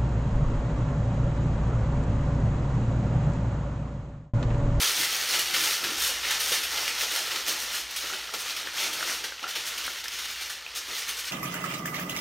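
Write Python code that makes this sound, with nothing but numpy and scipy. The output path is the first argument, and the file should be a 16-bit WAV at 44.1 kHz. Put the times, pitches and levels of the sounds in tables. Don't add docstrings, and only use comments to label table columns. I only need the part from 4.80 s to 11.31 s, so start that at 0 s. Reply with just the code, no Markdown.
import sys
import numpy as np
from scipy import signal
from scipy.fft import rfft, irfft, next_fast_len
from scipy.io import wavfile
from scipy.ndimage import uniform_filter1d

SR = 44100
rng = np.random.default_rng(int(sys.argv[2]) if len(sys.argv) > 2 else 0)


def to_wav(s):
    ch = np.atleast_2d(s).T
    pcm = np.round(np.clip(ch, -1, 1) * 32767)
    wavfile.write(sys.argv[1], SR, pcm.astype(np.int16))


N = 287091
TIME = np.arange(N) / SR


def from_db(db):
    return 10 ** (np.asarray(db) / 20)


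def rms_one(x):
    return x / np.sqrt(np.mean(x ** 2) + 1e-20)


def in_time(rows):
    s, *columns = np.transpose(rows)
    return [np.interp(TIME, s, column) for column in columns]


def at_hz(points, hz):
    freqs, values = np.transpose(points)
    return np.interp(np.log(np.maximum(hz, 1)), np.log(freqs), values)


def coloured(x, spectrum):
    size = 2 * next_fast_len(N // 2 + SR // 10, True)
    hz = np.arange(size // 2 + 1) * SR / size
    cepstrum = irfft(np.log(from_db(at_hz(spectrum, hz))))
    cepstrum[1:size // 2] *= 2
    cepstrum[size // 2 + 1:] = 0
    response = np.exp(rfft(cepstrum))
    return rms_one(irfft(rfft(x, size) * response)[..., :N])


def bands(count=14):
    edges = np.geomspace(80, 19000, count + 1)
    return [(np.sqrt(lo * hi), hi - lo, signal.butter(2, [lo, hi], "band", fs=SR, output="sos"))
            for lo, hi in zip(edges, edges[1:])]


def arch(start_s, length_s):
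    return np.sin(np.pi * np.clip((TIME - start_s) / length_s, 0, 1))


def strokes(rows):
    return sum(np.outer(from_db(levels_db) ** 2, arch(start_s, length_s))
               for start_s, length_s, *levels_db in rows)


def buckles(per_s, spread_db, colour_db, even_s):
    at = np.flatnonzero(rng.random(N) < per_s / SR)
    sizes = from_db(spread_db * np.minimum(rng.exponential(1, N)[at], 3.5))
    out = np.zeros(N)
    for _, width, band_pass in bands():
        chance = rng.uniform(-1, 1, N)[at]
        clicks = np.zeros(N)
        clicks[at] = sizes * np.sign(chance) * from_db(colour_db * np.abs(chance))
        out += np.sqrt(width) * rms_one(signal.sosfilt(band_pass, clicks + 1e-18))
    power = np.abs(uniform_filter1d(out ** 2, int(even_s * SR) + 1))
    return out / np.sqrt(power + 1e-9)


def folds(clicks, spectrum, steady, rush, steady_db, rush_db):
    scattered, dense = coloured(np.array(clicks), spectrum)
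    return scattered * np.sqrt(steady) * from_db(steady_db) + dense * np.sqrt(rush) * from_db(rush_db)


# start_s, length_s, depth_db
REGRIPS = [(0.97, 0.059, 1.5), (1.371, 0.086, 3), (1.847, 0.054, 2.5), (2.243, 0.048, 1.5),
           (2.613, 0.056, 3.8), (3.87, 0.072, 2.5), (5.212, 0.031, 6.5), (5.256, 0.058, 6),
           (6.02, 0.055, 2.4)]
CATCHES_PER_S, CATCH_DB = 40, 0.76


def catching():
    catches = CATCH_DB * np.interp(TIME * CATCHES_PER_S, np.arange(N), rng.standard_normal(N))
    return catches - sum(depth_db * arch(start_s, length_s) for start_s, length_s, depth_db in REGRIPS)


# time_s, creasing_db, sheet_flexing_db
GRIP = [(0.0, -28, -45), (0.35, -31.5, -47), (1.12, -33.5, -47), (1.4, -32.5, -47), (2.55, -34, -47),
        (2.88, -35.8, -48), (3.07, -40, -53), (3.25, -33.5, -52.5), (3.48, -39.5, -51.5),
        (3.68, -37.5, -51), (4.3, -34.5, -47), (4.55, -43, -56.5), (4.8, -36, -51), (5.68, -38, -56.5),
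        (5.8, -43, -56), (5.92, -42.5, -55.9), (6.15, -34.5, -52.5), (6.51, -42, -58)]
# start_s, length_s, creasing_db, finest_wrinkles_db
SQUEEZES = [(-0.062, 0.21, -33.5, -36.5), (0.154, 0.11, -31.5, -34.5), (0.475, 0.11, -30.5, -36),
            (0.714, 0.28, -30, -34), (1.166, 0.15, -31.5, -32), (1.46, 0.1, -31.5, -46),
            (1.578, 0.22, -34, -35.5), (1.896, 0.2, -34.5, -41.0), (2.179, 0.066, -29.5, -35),
            (2.292, 0.13, -35, -37.5), (2.654, 0.084, -31.5, -34), (2.782, 0.071, -42, -38.5),
            (2.895, 0.13, -35.5, -39.8), (3.579, 0.049, -36, -39.5), (3.649, 0.084, -34.5, -43),
            (3.95, 0.14, -30, -38), (4.209, 0.17, -35.5, -40.4), (4.674, 0.048, -35.5, -42.3),
            (4.851, 0.045, -36.0, -37.5), (5.04, 0.04, -40, -52), (5.319, 0.043, -40.4, -46.4),
            (5.477, 0.061, -38.4, -46), (5.945, 0.052, -34.5, -37.7), (6.142, 0.072, -40, -39.5),
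            (6.276, 0.041, -33, -36), (6.366, 0.049, -35.5, -38), (6.431, 0.074, -38.0, -42)]
MEDIUM_GRIP_DB, WRINKLE_DB, WRINKLE_FOLLOWS = -34.5, -43.5, 1.57


def working_hands():
    grip_db, sheet_db = in_time(GRIP)
    catch_db = catching()
    wrinkle_db = WRINKLE_DB + WRINKLE_FOLLOWS * (grip_db + catch_db - MEDIUM_GRIP_DB)
    grips = [from_db(db) ** 2 for db in (grip_db + catch_db, wrinkle_db, sheet_db + catch_db)]
    return grips, strokes(SQUEEZES)


# start_s, creasing_db, finest_wrinkles_db, fade_s (to 1/e in amplitude)
AVALANCHES = [(0.013, -28, -30.5, 0.015), (0.231, -25, -36.0, 0.005), (0.363, -39, -39, 0.014),
              (0.534, -24.5, -33, 0.019), (0.588, -26, -28.5, 0.016), (0.655, -32.5, -41, 0.017),
              (0.74, -23.5, -35.5, 0.016), (0.836, -29, -34, 0.013), (1.038, -28, -37, 0.014),
              (1.242, -30, -37, 0.014), (1.431, -31, -48, 0.021), (1.506, -23.5, -33, 0.012),
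              (1.6, -29.5, -32.5, 0.019), (1.719, -25, -32, 0.028), (1.83, -31.3, -37, 0.024),
              (2.077, -31, -36.1, 0.0097), (2.358, -31.5, -36, 0.015), (2.507, -32, -43, 0.021),
              (2.557, -27.5, -38, 0.0097), (2.679, -32, -34, 0.0045), (2.942, -34.5, -39, 0.023),
              (3.107, -40.3, -41, 0.006), (3.161, -31.5, -35, 0.018), (3.334, -33.0, -47.6, 0.012),
              (3.536, -32, -38.5, 0.017), (3.764, -33, -39.4, 0.014), (4.129, -34, -35.8, 0.014),
              (4.297, -38, -45, 0.021), (4.438, -30.5, -40.5, 0.019), (4.628, -34.5, -53, 0.018),
              (4.753, -29, -38.5, 0.017), (4.976, -33.5, -38.5, 0.012), (5.063, -35.3, -35, 0.003),
              (5.24, -36, -41, 0.0055), (5.28, -33, -41, 0.005), (5.384, -35, -41.5, 0.017),
              (5.453, -34.4, -42.2, 0.006), (5.61, -35.5, -44, 0.028), (5.695, -34, -41, 0.023),
              (6.474, -36, -47, 0.018)]
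AVALANCHE_RISE_S = 0.0018


def avalanches():
    power, age = np.zeros((2, N + SR)), TIME[:SR // 5]
    for start_s, *levels_db, fade_s in AVALANCHES:
        start = int(start_s * SR)
        shape = (1 - np.exp(-age / AVALANCHE_RISE_S)) * np.exp(-age / fade_s)
        power[:, start:start + len(age)] += np.outer(from_db(levels_db), shape / shape.max()) ** 2
    return power[:, :N]


# freq_hz, density_db_per_hz
LARGE_CREASE = [(650, -38.5), (1100, -3.5), (1340, 2), (1620, 1.5), (1770, 5), (2420, 4.5), (2970, 7),
                (4430, 2.5), (4900, -8), (6370, -23), (10800, -120)]
SMALL_CREASE = [(2880, -33), (4900, -2), (5660, 1.5), (6750, -3.5), (7400, -11.5), (9620, -17.5),
                (16300, -120)]
WRINKLE = [(4350, -28), (7400, -12.5), (9340, -2), (10500, -8), (13200, -5), (15100, -7), (16000, -14)]


def creasing(clicks, coarse, fine, rush, fine_rush):
    large = folds(clicks, LARGE_CREASE, coarse, rush, steady_db=-1.28, rush_db=0.3)
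    small_steady, small_rush = np.sqrt(coarse * fine), np.sqrt(rush * fine_rush)
    small = folds(clicks, SMALL_CREASE, small_steady, small_rush, steady_db=-1.2, rush_db=-1.1)
    wrinkles = folds(clicks, WRINKLE, fine, fine_rush, steady_db=-0.02, rush_db=1.8)
    return large + small + wrinkles


# start_s, length_s, flexing_db, hollow_wobble_db
BENDS = [(-0.002, 0.045, -41.5, -45), (0.162, 0.08, -49, -45.5), (0.527, 0.044, -39.5, -51),
         (0.691, 0.21, -53, -46), (0.998, 0.16, -50.5, -43), (1.703, 0.043, -43, -47),
         (1.897, 0.15, -43, -51), (2.213, 0.037, -41, -52.9), (2.344, 0.082, -42.5, -70),
         (2.5, 0.059, -43, -58), (2.663, 0.08, -45.5, -48), (3.228, 0.033, -46, -52.6),
         (3.308, 0.049, -46, -47.5), (3.524, 0.039, -47, -60), (3.836, 0.05, -51.3, -54),
         (3.978, 0.2, -46, -50), (4.188, 0.12, -47, -51.5), (4.431, 0.04, -55, -66),
         (4.621, 0.053, -44, -53), (4.75, 0.052, -48, -50.5), (6.072, 0.068, -54, -52)]
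# freq_hz, density_db_per_hz
FLEX = [(100, -39), (300, -13), (400, -1), (500, 2), (720, 0.5), (880, 5.5), (1080, -2.5), (1400, 1),
        (2400, -72.5)]
# freq_hz, density_db_per_hz
WOBBLE = [(50, -22), (90, -12), (160, -8.5), (200, -13.5), (265, -2.5), (292, -4), (322, 4), (370, -2.5),
          (460, -6), (900, -60)]
SHAKE_DB, WOBBLE_DB = -18, -9


def loose_sheet(clicks, sheet_grip, squeeze, rush):
    bend, hollow_bend = strokes(BENDS)
    shaken = sheet_grip + from_db(SHAKE_DB) ** 2 * (squeeze + rush)
    wobbling = shaken * from_db(WOBBLE_DB) ** 2
    flexing = folds(clicks, FLEX, shaken, bend, steady_db=-0.4, rush_db=0.0)
    wobble = folds(clicks, WOBBLE, wobbling, hollow_bend, steady_db=-0.5, rush_db=-0.9)
    return flexing + wobble


def crinkle():
    clicks = (buckles(per_s=5000, spread_db=2.5, colour_db=14.5, even_s=0.097),
              buckles(per_s=10000, spread_db=1.5, colour_db=12.5, even_s=0.0053))
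    (grip, fine_grip, sheet_grip), (squeeze, fine_squeeze) = working_hands()
    rush, fine_rush = avalanches()
    creases = creasing(clicks, grip + squeeze, fine_grip + fine_squeeze, rush, fine_rush)
    return creases + loose_sheet(clicks, sheet_grip, squeeze, rush)


# freq_hz, density_db_per_hz
RUMBLE = [(20, -24), (40, -19), (52, 0), (58, 4.5), (66, -4), (80, -7), (120, -22), (250, -32), (1000, -14),
          (8000, -63)]
# time_s, level_db
RUMBLE_LEVEL = [(0, -58), (.5, -64), (1.08, -61), (1.22, -54), (1.42, -58), (1.7, -55.5), (2.2, -60),
                (2.45, -62), (3.1, -63.5), (4.8, -66), (5.1, -64), (5.7, -64.5), (6.1, -63), (6.51, -64)]


def room_hum(trim_db):
    level_db, = in_time(RUMBLE_LEVEL)
    return from_db(level_db + trim_db) * coloured(rng.standard_normal(N), RUMBLE)


# start_s, level_db (ring before trim and room), pitch_hz (once settled), t60_s
POPS = [(1.0477, -20, 1650, 0.011), (1.451, -20, 1930, 0.013), (1.719, -27, 497, 0.025),
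        (1.723, -29, 3220, 0.012), (2.0796, -18, 2180, 0.0094), (2.679, -33, 544, 0.022),
        (3.241, -34, 470, 0.024), (3.3013, -26, 1340, 0.016), (3.3348, -26, 1500, 0.014),
        (3.441, -34, 1940, 0.01), (3.4925, -30, 1330, 0.016), (3.539, -28, 1350, 0.018),
        (3.541, -31.5, 470, 0.03), (3.873, -23, 1730, 0.014), (4.209, -23, 1510, 0.0099),
        (4.2281, -20, 1410, 0.011), (4.2973, -20.5, 1820, 0.01), (4.3193, -24, 1410, 0.012),
        (4.442, -38.5, 480, 0.037), (4.5225, -26.5, 1550, 0.012), (4.5815, -32, 2660, 0.012),
        (4.5944, -31, 2910, 0.012), (4.627, -41, 362, 0.03), (4.641, -23.5, 1350, 0.026),
        (4.6674, -27, 1430, 0.016), (5.0796, -21, 1410, 0.012), (5.2576, -28, 1700, 0.012),
        (5.2826, -22, 5100, 0.006), (5.8647, -25, 2550, 0.013)]
POP_LOW_CUT_HZ = 240


def pops(trim_db, glide, settle_s, tick_db):
    out, age = np.zeros(N + SR), TIME[:SR // 20]
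    settling = np.exp(-age / settle_s)
    for start_s, level_db, pitch_hz, t60_s in POPS:
        start = int(start_s * SR)
        phase = 2 * np.pi * np.cumsum(pitch_hz * (1 + glide * settling)) / SR
        ring = np.sin(phase) * from_db(-60 * age / t60_s)
        tick = from_db(tick_db) * rng.standard_normal(len(age)) * settling
        out[start:start + len(age)] += from_db(level_db + trim_db) * (ring + tick)
    low_cut = signal.butter(2, POP_LOW_CUT_HZ, "high", fs=SR, output="sos")
    return signal.sosfilt(low_cut, out[:N] + 1e-18)


# freq_hz, t60_s
ROOM_T60 = [(200, 0.34), (1000, 0.25), (4000, 0.31), (8000, 0.36), (16000, 0.21)]


def reflections(gap_s):
    age, tail = TIME[:SR // 2], 0
    for hz, _, band_pass in bands():
        decay = from_db(-60 * age / at_hz(ROOM_T60, hz))
        tail = tail + signal.sosfilt(band_pass, rng.standard_normal(len(age))) * decay
    tail = tail * (1 - np.exp(-(age / gap_s) ** 2))
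    return tail / np.linalg.norm(tail)


def bedroom(x, wet_db, gap_s, count):
    knots = np.arange(0, TIME[-1] + .01, .006)
    shares = np.array([np.interp(TIME, knots, row) for row in rng.standard_normal((count, len(knots)))])
    shares /= np.linalg.norm(shares, axis=0)
    wash = sum(signal.oaconvolve(x * share, reflections(gap_s))[:N] for share in shares)
    return (x + from_db(wet_db) * wash) / np.hypot(1, from_db(wet_db))


def scene():
    foil = bedroom(crinkle(), wet_db=-2.5, gap_s=0.00056, count=6)
    hum = room_hum(trim_db=2.2)
    snaps = pops(trim_db=2.1, glide=0.14, settle_s=0.00035, tick_db=-17)
    facets = bedroom(snaps, wet_db=-6.0, gap_s=0.002, count=2)
    return np.tile(foil + hum + facets, (2, 1))


CUTOFF_HZ = 15800


def record(dry):
    low_pass = signal.ellip(12, .1, 80, CUTOFF_HZ, fs=SR, output="sos")
    return signal.sosfilt(low_pass, dry)


dry = scene()
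out = record(dry)
to_wav(out)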